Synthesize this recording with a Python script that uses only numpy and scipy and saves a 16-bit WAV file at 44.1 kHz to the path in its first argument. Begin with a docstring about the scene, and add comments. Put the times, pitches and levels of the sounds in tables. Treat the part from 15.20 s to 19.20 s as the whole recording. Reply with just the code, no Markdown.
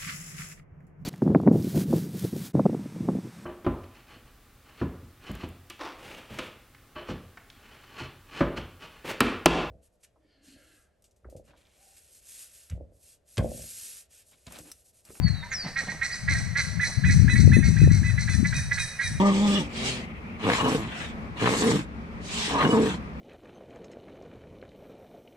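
"""A gust bumps the microphone as a small bird whistles twice and two ibises start calling in an
echoing grove, in turn at first, each about four times a second. One honks, hoarse and rattling, from
syrinx pulses ringing in its throat; the other warms up with grunts while the small bird adds a chip.
From 1.6 s the second ibis brays on two pitches at once, and the pair drift out of step. Gusts build,
buffeting and thumping mostly on the left, and ease towards the end."""
import sys
import numpy as np
from scipy import signal
from scipy.fft import rfft, irfft, next_fast_len
from scipy.io import wavfile
from scipy.ndimage import uniform_filter1d, minimum_filter1d, map_coordinates

SR = 44100
rng = np.random.default_rng(int(sys.argv[2]) if len(sys.argv) > 2 else 0)


def generate_wav(signal):
    """Clip the signal to [-1, 1] and save it as 16-bit WAV at the path in sys.argv[1]."""
    frames = np.transpose(np.atleast_2d(signal))
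    scaled = np.clip(frames, -1, 1) * 32767
    pcm = np.round(scaled).astype(np.int16)
    wavfile.write(sys.argv[1], SR, pcm)


N = 176400
T = np.arange(SR // 6) / SR  # time within one call [s]

# First ibis, honk cues; layers are trimmed in the mix
# (time [s], length [s], rattle [dB], held part [dB], rasp [dB], pulse rate [Hz], ringing tone [Hz])
HONK_CUES = [(0.058, 0.035, -40.5, -37, -50, 277.8, 1860), (0.31, 0.033, -31.5, -28.5, -44.5, 259, 1858),
             (0.557, 0.057, -23, -28, -39.5, 267.5, 1910), (0.812, 0.055, -22, -28, -37.5, 264.6, 2004),
             (1.076, 0.064, -22, -27.5, -35.5, 274.7, 2107), (1.353, 0.064, -21, -25.5, -35, 276.5, 2100),
             (1.628, 0.056, -24.5, -36, -35.5, 276.2, 2160), (1.888, 0.058, -25, -33, -38, 274.3, 2126),
             (2.151, 0.072, -25, -35.5, -39, 274.3, 2160), (2.424, 0.074, -29, -36, -40.5, 265.3, 2170),
             (2.698, 0.091, -35, -39, -43, 277.6, 2167), (2.975, 0.067, -26.5, -40, -41.5, 281.8, 2150),
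             (3.244, 0.052, -22, -49, -39.5, 280.5, 2050), (3.51, 0.059, -22, -41, -40.5, 279, 2036),
             (3.788, 0.06, -24.5, -33.5, -43.5, 269.2, 2170)]
# Second ibis, warm-up grunts (same columns as the honks)
GRUNT_CUES = [(.225, 0.042, -38, -57, -55, 253.7, 1810), (0.452, .045, -40.5, -40, -48.5, 250.6, 1875),
              (0.681, 0.048, -31.5, -35.5, -46, 264.3, 1980),
              (0.901, 0.065, -34.5, -35.5, -43.5, 266.4, 1913),
              (1.144, 0.059, -27.5, -35, -43, 265.3, 1990)]
# Second ibis, bray cues; layers are trimmed in the mix (time [s], length [s], rattle [dB], tone [dB],
# upper tone [dB], overtones [dB], rasp [dB], pitch [Hz], upper pitch [Hz])
BRAY_CUES = [(1.595, 0.067, -26, -27.5, -45, -38.5, -36, 1993, 2497),
             (1.837, 0.071, -24, -31.5, -39.5, -41, -35.5, 1988, 2499),
             (2.079, 0.07, -23.5, -29, -42, -37.5, -36.5, 1989, 2548),
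             (2.316, 0.059, -29, -26.5, -37.5, -37, -51, 2025, 2557),
             (2.565, 0.096, -28, -40, -43.5, -45, -38, 1996, 2539),
             (2.829, 0.096, -35, -33, -46.5, -43.5, -36.5, 1989, 2565),
             (3.076, .084, -26.5, -36, -45.5, -39, -34, 2013, 2550),
             (3.325, 0.086, -24.5, -38, -38.5, -37.5, -31, 1909, 2495),
             (3.571, 0.077, -23, -37, -36.5, -34, -30, 1928, 2469),
             (3.811, 0.074, -23, -37.5, -36, -34.5, -33, 1916, 2417)]
# Throat resonances (frequency [Hz], gain [dB])
THROAT_EQ = [(150, -22.5), (500, -25.5), (1100, -16), (1450, -3), (1670, 3), (1800, -8.5), (1960, 7.5),
             (2080, -1.5), (2250, -2), (2500, -5.5), (2800, -22), (3400, -18), (4200, -21), (6000, -34),
             (12000, -49.5)]
# Nasal peak of the honk (frequency [Hz], gain [dB])
NASAL_EQ = [(3000, -46.5), (3700, -23), (4020, 3.5), (4230, -0.5), (4420, -11), (4800, -20), (6000, -51)]
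# Bright edge of the rasp (frequency [Hz], gain [dB])
RASP_EQ = [(1500, -24), (3000, -20), (3750, -10), (4020, -1), (4250, 10), (4600, 8), (5300, 5.5),
           (5950, 16), (6900, -3), (8200, 6), (9200, -8.5), (10300, -5), (12000, -20), (15500, -84)]
# Beak colour on the bray's overtones (frequency [Hz], gain [dB])
BEAK_EQ = [(1500, -13), (3000, -32), (3500, -2), (3750, 1), (3950, 12), (4600, -30.5), (5200, -6.5),
           (5950, -0.5), (6600, -1.5), (7200, -20), (8100, -8.5), (8700, -1), (10400, -9.5), (12000, -43),
           (15500, -42)]
# Small bird, one contour per note (time [s], pitch [Hz], level [dB])
WHISTLE_CONTOURS = [
    [(.012, 4510, -64), (.035, 4570, -37), (.07, 4350, -33.5), (.115, 4154, -46), (.165, 3970, -47),
     (.228, 3726, -48), (.255, 3680, -71)],
    [(.303, 7300, -55), (.328, 6180, -38.5), (.348, 5610, -32.5), (.378, 5000, -38.5), (.415, 4630, -35),
     (.45, 4350, -42), (.465, 4240, -58)],
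    [(.92, 4180, -53), (.934, 4880, -31), (.948, 4830, -48)],
]
# Stereo placement of the birds (frequency [Hz], left minus right [dB])
BIRD_PAN = [(200, 7), (700, 7.5), (1300, -4.5), (2300, -6.5), (4200, -0.5), (6000, 3), (14000, 1.5)]
# Grove reverb decay (frequency [Hz], time to fall 60 dB [s])
GROVE_DECAY = [(300, 0.13), (2000, 1), (4000, 0.87), (8000, 0.62), (14000, 0.7)]
# Grove reverb colour (frequency [Hz], gain [dB])
GROVE_EQ = [(300, 2), (1200, -3), (2000, -9), (2600, -4), (4000, -1.5), (6000, 1), (9000, 6), (14000, 2)]
# Stereo image of reverb and air (frequency [Hz], left-right correlation [0-1])
GROVE_LIKENESS = [(100, 0.9), (2000, 0.74), (4000, 0.85), (7000, 0.79), (12000, .1)]
# Gust fader and pan moves (time [s], relative level [dB], left minus right [dB])
GUST_MOVES = [(0.0, -16.5, 29), (0.03, -28, 2), (0.05, -15, 29), (0.31, -54, 7), (0.49, -52.5, 4),
              (0.97, -50, -2), (1.04, -32.5, 10), (1.11, -25, 7.5), (1.16, -28, 5), (1.51, -34.5, 40),
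              (1.58, -25.5, 29), (1.63, -34.5, -13), (1.75, -41, 32), (1.78, -21.5, 20), (1.82, -27, 24),
              (1.85, -18, 25), (1.89, -18, -4.5), (2.06, -14.5, 32), (2.12, -21.5, 18), (2.27, -11, 14.5),
              (2.31, -14.5, 7), (2.43, -20, 28), (2.47, -15.5, 12), (2.6, -20.5, 21), (2.63, -11.5, 5.5),
              (2.76, -19.5, 9.5), (3.13, -27, 20), (3.15, -17.5, 26), (3.33, -27.5, 22), (3.38, -26.5, -6),
              (3.43, -32, 4), (3.66, -37, -9.5), (3.69, -49.5, 10), (3.82, -51.5, -6), (3.85, -35.5, 10),
              (3.9, -32.5, -5), (3.95, -26.5, 21), (4.0, -34.5, -9)]
# Low rumble of wind on the microphone (frequency [Hz], gain [dB])
BUFFET_EQ = [(15, -63), (25, -58), (40, -21), (60, 2), (96, 5), (170, 0), (260, -24), (470, -57),
             (1000, -60), (2200, -110)]
# Higher flutter of strong gusts (frequency [Hz], gain [dB])
FLUTTER_EQ = [(100, -3), (220, 11.5), (320, -2), (450, -16.5), (700, -27), (1100, -59), (2500, -75)]
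# Hardest blows of wind (time [s], peak [dB], width [s])
THUMP_CUES = [(2.047, -15.5, 0.0015), (2.277, -9.5, 0.00074), (2.369, -8.5, 0.00079),
              (2.618, -12.5, 0.00085), (2.64, -10, 0.0011), (2.676, -12, 0.00065), (2.715, -10, .0012),
              (3.231, -6.5, 0.0013)]
# Rustle cues (time [s], length [s], level [dB])
RUSTLE_CUES = [(.44, 0.08, -37), (.61, 0.04, -39), (.668, 0.039, -39), (.72, 0.035, -39),
               (1.093, 0.13, -43.5), (1.66, 0.067, -41.5)]
# Dull colour of the rustles (frequency [Hz], gain [dB])
RUSTLE_EQ = [(70, -21), (170, 4), (260, -12.5), (400, -16.5), (750, -13), (1400, -23), (3000, -29),
             (9000, -52), (15000, -85)]
# Distant notes (time [s], length [s], pitch [Hz], level [dB])
FAR_NOTE_CUES = [(0, 0.05, 980, -53), (0, 0.05, 766, -56), (0.22, 0.062, 952, -48)]
# Bed of outdoor air (frequency [Hz], gain [dB])
AIR_EQ = [(30, 7.5), (80, 7.5), (180, 7.5), (300, -12), (600, -4.5), (1000, -9), (2000, -2), (3200, -21),
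          (5000, -22.5), (9000, -25.5), (12000, -29), (15500, -40)]

RATE_RISE, RISE_S = .03, .03  # the pulses speed up as the honk opens
RING_SAG, UPPER_SAG = .045, .067  # pitch drop at the ends of a tone's arch [fraction]
PULSES_DB, RING_DB, NASAL_DB, BARK_DB = -10, -2, -1, -.5  # honk layer trims
BARK_HZ, BARK_WIDTH_HZ, BARK_FALL_S = 1920, 150, .009
RATTLE_PEAK_S, RATTLE_FALL_S, RELEASE_S = .009, .007, .022
RASP_DELAY_S, RASP_RISE_S = .014, .0066
SLIDE_UP, SLIDE_UP_S, SLIDE_DOWN, SLIDE_DOWN_S = .16, .009, .12, .017  # bray bends [fraction], [s]
TONE_RISE_S, UPPER_DELAY_S, UPPER_RISE_S = .0018, .011, .012
BRAY_RATE_HZ, YELP_DB, SLIDE_DB, SWELL_DB = 250, -3, -4, 10
BREAK_DB, BREAK_JITTER = 4.5, .009  # level and pitch flicker, scaled by roughness
CROAK_HZ, CROAK_DB, CROAK_BEFORE_S = 1797, -9.5, .022  # the throb that closes a bray
WIND_DB, BUFFET_CREST = -2, 5.7  # rumble trim; its soft ceiling [multiples of RMS]
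FLUTTER_DB, STRONG_GUST_DB, FLUTTER_SWING_DB = -32.5, -16.5, 5.5
FLUTTER_GROWS = 1.6  # dB of flutter per dB of gust
WHISTLE_SEND_DB, AIR_DB, LEFT_LAG_S, TOP_HZ = -6.5, -46, 3.4e-5, 15750


def honks():
    """Honks and grunts: a bark opens, then syrinx pulses turn hoarse under an arching tone."""
    out = np.zeros(N)
    for s, length, rattle_db, held_db, rasp_db, rate, tone_hz in HONK_CUES + GRUNT_CUES:
        hz = rate * (1 + RATE_RISE * ramp(T / RISE_S) - 0.12 * ramp((T / length - .6) * 2))
        held = ramp(T / RISE_S) * ramp((length - T) / RELEASE_S + .5)
        source = syrinx(hz, jitter=0.017, rough=.12 * ramp(T / RISE_S - .3), scatter_db=3.0)
        envelope = np.hypot(amp(rattle_db + PULSES_DB) * rattle_shape(T), amp(held_db - 5.5) * held)
        throat = envelope * unit(resonate(source, THROAT_EQ))
        arch = np.clip(2 * T / length - 1, -1, 2) ** 2
        phase = phase_of(tone_hz * (1 - RING_SAG * arch + 0.0069 * wobble(374)))
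        nasal = amp(rasp_db + NASAL_DB) * unit(resonate(source, NASAL_EQ))
        ring = (amp(held_db + RING_DB) * np.sin(phase) + nasal) * amp(0.17 * wobble(195))
        attack = amp(rattle_db + BARK_DB) * bark(hz)
        add(out, s, attack + throat + held * ring + amp(rasp_db) * rasp(hz, length))
    return out


def brays():
    """A throbbing tone slides up, holds while a second arches over it, and falls away in a croak."""
    out = np.zeros(N)
    for s, length, rattle_db, tone_db, upper_db, over_db, rasp_db, tone_hz, upper_hz in BRAY_CUES:
        position = 2 * T / length - 1  # -1 at the attack, +1 at the end
        arch = np.clip(position, -1, 1) ** 2
        rough = np.clip((rasp_db - tone_db + 12) / 25, .15, .7)  # more rasp, more break-up
        slide = SLIDE_UP * (1 - ramp(T / SLIDE_UP_S - .5))
        slide += SLIDE_DOWN * np.clip((T - length) / SLIDE_DOWN_S + 1, 0, 1) ** 2
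        low = phase_of(tone_hz * (1 - slide + rough * BREAK_JITTER * wobble(400)))
        high = phase_of(upper_hz * (1 - UPPER_SAG * arch + rough * BREAK_JITTER * wobble(451)))
        held = ramp((T - UPPER_DELAY_S) / UPPER_RISE_S) * ramp((length - T) / RELEASE_S)
        held *= break_up(rough)

        upper = np.sqrt(2) * amp(upper_db + SWELL_DB * (.5 - np.abs(position))) * np.sin(high)
        # The overtones beat at the gap between the two pitches; mid-call the pulses reach that rate.
        overtones = sum(np.sin(k * low) for k in range(2, 7)) * np.exp(1.3 * np.cos(high - low))
        upper += amp(over_db) * unit(resonate(overtones, BEAK_EQ))
        hz = BRAY_RATE_HZ + (upper_hz - tone_hz - BRAY_RATE_HZ) * (1 - arch)
        rattle = unit(resonate(syrinx(hz, jitter=0.017, rough=.25, scatter_db=-4.5), THROAT_EQ))
        rattle *= amp(rattle_db - 6) * rattle_shape(T) + rough * amp(tone_db) * held

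        gate = ramp(T / TONE_RISE_S) * ramp((length - T) / 0.033 + .5)
        yelp = amp(rattle_db + YELP_DB) * rattle_shape(T + 0.0058)
        tone = gate * np.hypot(amp(tone_db + SLIDE_DB * arch), yelp) * np.sin(low) * break_up(rough)
        croak = amp(rattle_db + CROAK_DB) * rattle_shape(T - length + CROAK_BEFORE_S)
        croak *= np.sin(2 * np.pi * CROAK_HZ * T)
        throb = 1 + 0.14 * arch * np.cos(2 * np.pi * BRAY_RATE_HZ * T)
        lower = np.sqrt(2) * throb * (tone + croak)
        add(out, s, lower + held * upper + rattle + amp(rasp_db - 10) * rasp(hz, length))
    return out


def syrinx(hz, jitter, rough, scatter_db):
    """Uneven voice pulses with a puff of noise each cycle; rough is the puffs' share of the power."""
    cycles = np.cumsum(hz * (1 + jitter * wobble(250))) / SR
    clicks = np.diff(np.floor(cycles), prepend=-1) * amp(scatter_db * wobble(287.5))
    puffs = rng.standard_normal(len(T)) * np.exp(-2.5 * (cycles % 1))
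    return np.sqrt(1 - rough) * unit(clicks) + np.sqrt(rough) * unit(puffs)


def bark(hz):
    """The honk's attack: a few clean pulses under one throat resonance."""
    k = np.arange(4, 13)[:, None]
    harmonics = np.cos(k * phase_of(hz)) / np.cosh((k * hz - BARK_HZ) / BARK_WIDTH_HZ)
    envelope = np.sqrt(ramp(T / 0.016)) * np.exp(-np.maximum(T - .014, 0) / BARK_FALL_S)
    return envelope * unit(harmonics.sum(axis=0))


def rasp(hz, length):
    """Harsh treble pulses that open once the call is under way."""
    envelope = ramp((T - RASP_DELAY_S) / RASP_RISE_S) * ramp((length - T) / RELEASE_S + .5)
    return envelope * unit(resonate(syrinx(hz, jitter=.007, rough=.15, scatter_db=5.5), RASP_EQ))


def rattle_shape(t):
    """An envelope that swells and dies within a few pulses."""
    attack = ramp(0.36 + 0.37 * t / RATTLE_PEAK_S) * (t >= 0)
    return attack * np.exp(-np.maximum(t - RATTLE_PEAK_S - .003, 0) / RATTLE_FALL_S)


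def break_up(rough):
    """Fast random dips in gain that fray a tone."""
    return amp(rough * BREAK_DB * (wobble(167.5) - 1.23))


def whistles():
    """The small bird: two falling whistles and a chip, almost pure sines."""
    out, t = np.zeros(N), np.arange(N) / SR
    for rows in WHISTLE_CONTOURS:
        hz, db = curves(rows)
        phase = phase_of(hz * (1 + 0.0054 * wobble(145.4, size=N)))
        gate = (t > rows[0][0]) * (t < rows[-1][0])
        out += gate * amp(db) * (np.sin(phase) + amp(-41) * np.sin(2 * phase))
    return np.sqrt(2) * out


def grove(x):
    """Trunks and leaves scatter the calls back; each half second gets its own reverb tail."""
    out = np.zeros((2, N))
    for start in range(0, N, SR // 2):
        hz, t, spectrum = signal.stft(stereo_noise(SR), SR, nperseg=256)
        decay = amp(-60 * t / along(GROVE_DECAY, hz)[:, None])
        decay *= ramp(t / 0.0027) * (1 + 0.2 * np.exp(-t / 0.0071))  # soft onset, early lift
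        energy = SR * np.mean(decay ** 2, axis=1, keepdims=True)
        decay *= amp(along(GROVE_EQ, hz))[:, None] / np.sqrt(energy)
        for side, tail in zip(out, signal.istft(spectrum * decay, SR, nperseg=256)[1]):
            add(side, start / SR, signal.fftconvolve(x[start:start + SR // 2], tail))
    return out


def wind():
    """Gusts buffet each microphone port separately; strong ones flutter, the hardest thump the left."""
    db, pan_db = curves(GUST_MOVES)
    buffet = coloured(rng.standard_normal((2, N)), BUFFET_EQ)
    buffet = BUFFET_CREST * np.tanh(buffet / BUFFET_CREST) * amp(db + WIND_DB)
    flutter = coloured(rng.standard_normal((2, N)), FLUTTER_EQ)
    swing_db = FLUTTER_SWING_DB * wobble(45, size=N)
    flutter *= amp(FLUTTER_DB + FLUTTER_GROWS * (db - STRONG_GUST_DB) + swing_db)
    sides = amp(np.array([pan_db, -pan_db]) / 2)
    out = (buffet + flutter) * 2 * sides / np.linalg.norm(sides, axis=0)
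    for s, thump_db, width in THUMP_CUES:
        u = ((np.arange(N) / SR - s) / width) ** 2
        out[0] -= amp(thump_db) * (1 - u) * np.exp(-u / 2)
    return out


def rustles():
    """Short, dull bursts of grainy noise."""
    out = np.zeros(N)
    for s, length, db in RUSTLE_CUES:
        grain = rng.standard_normal(len(T)) * amp(2.6 * wobble(76))
        envelope = ramp(T / 0.0025) * ramp((length - T) / 0.029 + 0.4)
        add(out, s, amp(db) * envelope * unit(resonate(grain, RUSTLE_EQ)))
    return out


def far_notes():
    """Faint, far notes: wavering sines with soft edges."""
    out = np.zeros(N)
    for s, length, hz, db in FAR_NOTE_CUES:
        tone = np.sqrt(2) * np.sin(phase_of(hz * (1 + 0.024 * wobble(113))))
        add(out, s, amp(db) * ramp(np.minimum(T, length - T) / 0.011) * tone)
    return out


def air():
    """A steady, bass-heavy bed of outdoor noise."""
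    return amp(AIR_DB) * coloured(stereo_noise(N), AIR_EQ)


def amp(db):
    """Decibels to gain."""
    return 10 ** (np.asarray(db) / 20)


def unit(x):
    """Normalise to an RMS of 1."""
    return x / np.sqrt(np.mean(x ** 2) + 1e-20)


def phase_of(hz):
    """Running phase [rad] of a moving pitch."""
    return 2 * np.pi * np.cumsum(hz) / SR


def along(points, hz):
    """Read (frequency, value) points on a log frequency axis."""
    f, v = np.transpose(points)
    return np.interp(np.log(hz + 1), np.log(f + 1), v)


def curves(rows):
    """An automation curve for each column after the time."""
    s, *cols = np.transpose(rows)
    return [np.interp(np.arange(N) / SR, s, c) for c in cols]


def wobble(rate, size=len(T)):
    """A smooth random curve, rate knots a second."""
    return map_coordinates(rng.standard_normal(size // 8), [np.arange(size) * rate / SR], mode='wrap')


def ramp(u):
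    """A smooth fade from 0 to 1."""
    return np.sin(np.pi / 2 * np.clip(u, 0, 1)) ** 2


def filtered(x, response):
    """Filter x by a function of frequency, to the scene's length."""
    m = next_fast_len(N + SR // 2)
    return irfft(rfft(x, m) * response(np.fft.rfftfreq(m, 1 / SR)), m)[..., :N]


def coloured(noise, eq):
    """Noise through an EQ curve, normalised."""
    return unit(filtered(noise, lambda hz: amp(along(eq, hz))))


def resonate(x, eq):
    """Ring x through a minimum-phase EQ of unit energy."""
    m = len(T) // 2 * 2
    cepstrum = irfft(np.log(amp(along(eq, np.fft.rfftfreq(m, 1 / SR)))))
    cepstrum[1:m // 2] *= 2
    cepstrum[m // 2 + 1:] = 0
    impulse = irfft(np.exp(rfft(cepstrum)))
    return signal.fftconvolve(x, impulse / np.linalg.norm(impulse))[:len(x)]


def stereo_noise(size):
    """Mid and side noise blended to the grove's stereo width."""
    def blend(hz):
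        angle = np.arccos(along(GROVE_LIKENESS, hz)) / 2
        return np.array([np.cos(angle), np.sin(angle)])
    mid, side = filtered(rng.standard_normal((2, size)), blend)[:, :size]
    return np.array([mid + side, mid - side])


def add(track, s, sound):
    """Mix a sound in at time s."""
    part = track[max(round(s * SR), 0):][:len(sound)]
    part += sound[:len(part)]


def scene():
    """Pan the birds and their reverb, then lay in the background and the wind."""
    ibises, small_bird = honks() + brays(), whistles()
    birds = ibises + small_bird + grove(ibises + amp(WHISTLE_SEND_DB) * small_bird)
    side = np.array([[.5], [-.5]])
    pan = lambda hz: amp(side * along(BIRD_PAN, hz)) * np.exp(-2j * np.pi * hz * LEFT_LAG_S * side)
    return filtered(birds, pan) + air() + rustles() + far_notes() + wind()


def record(dry):
    """A limiter ducks the hardest gusts, and a brick-wall low-pass trims the top."""
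    needed = minimum_filter1d(np.minimum(1, 1 / np.abs(dry).max(axis=0)), size=300)
    return filtered(dry * uniform_filter1d(needed, size=300), lambda hz: hz < TOP_HZ)


dry = scene()
out = record(dry)
generate_wav(out)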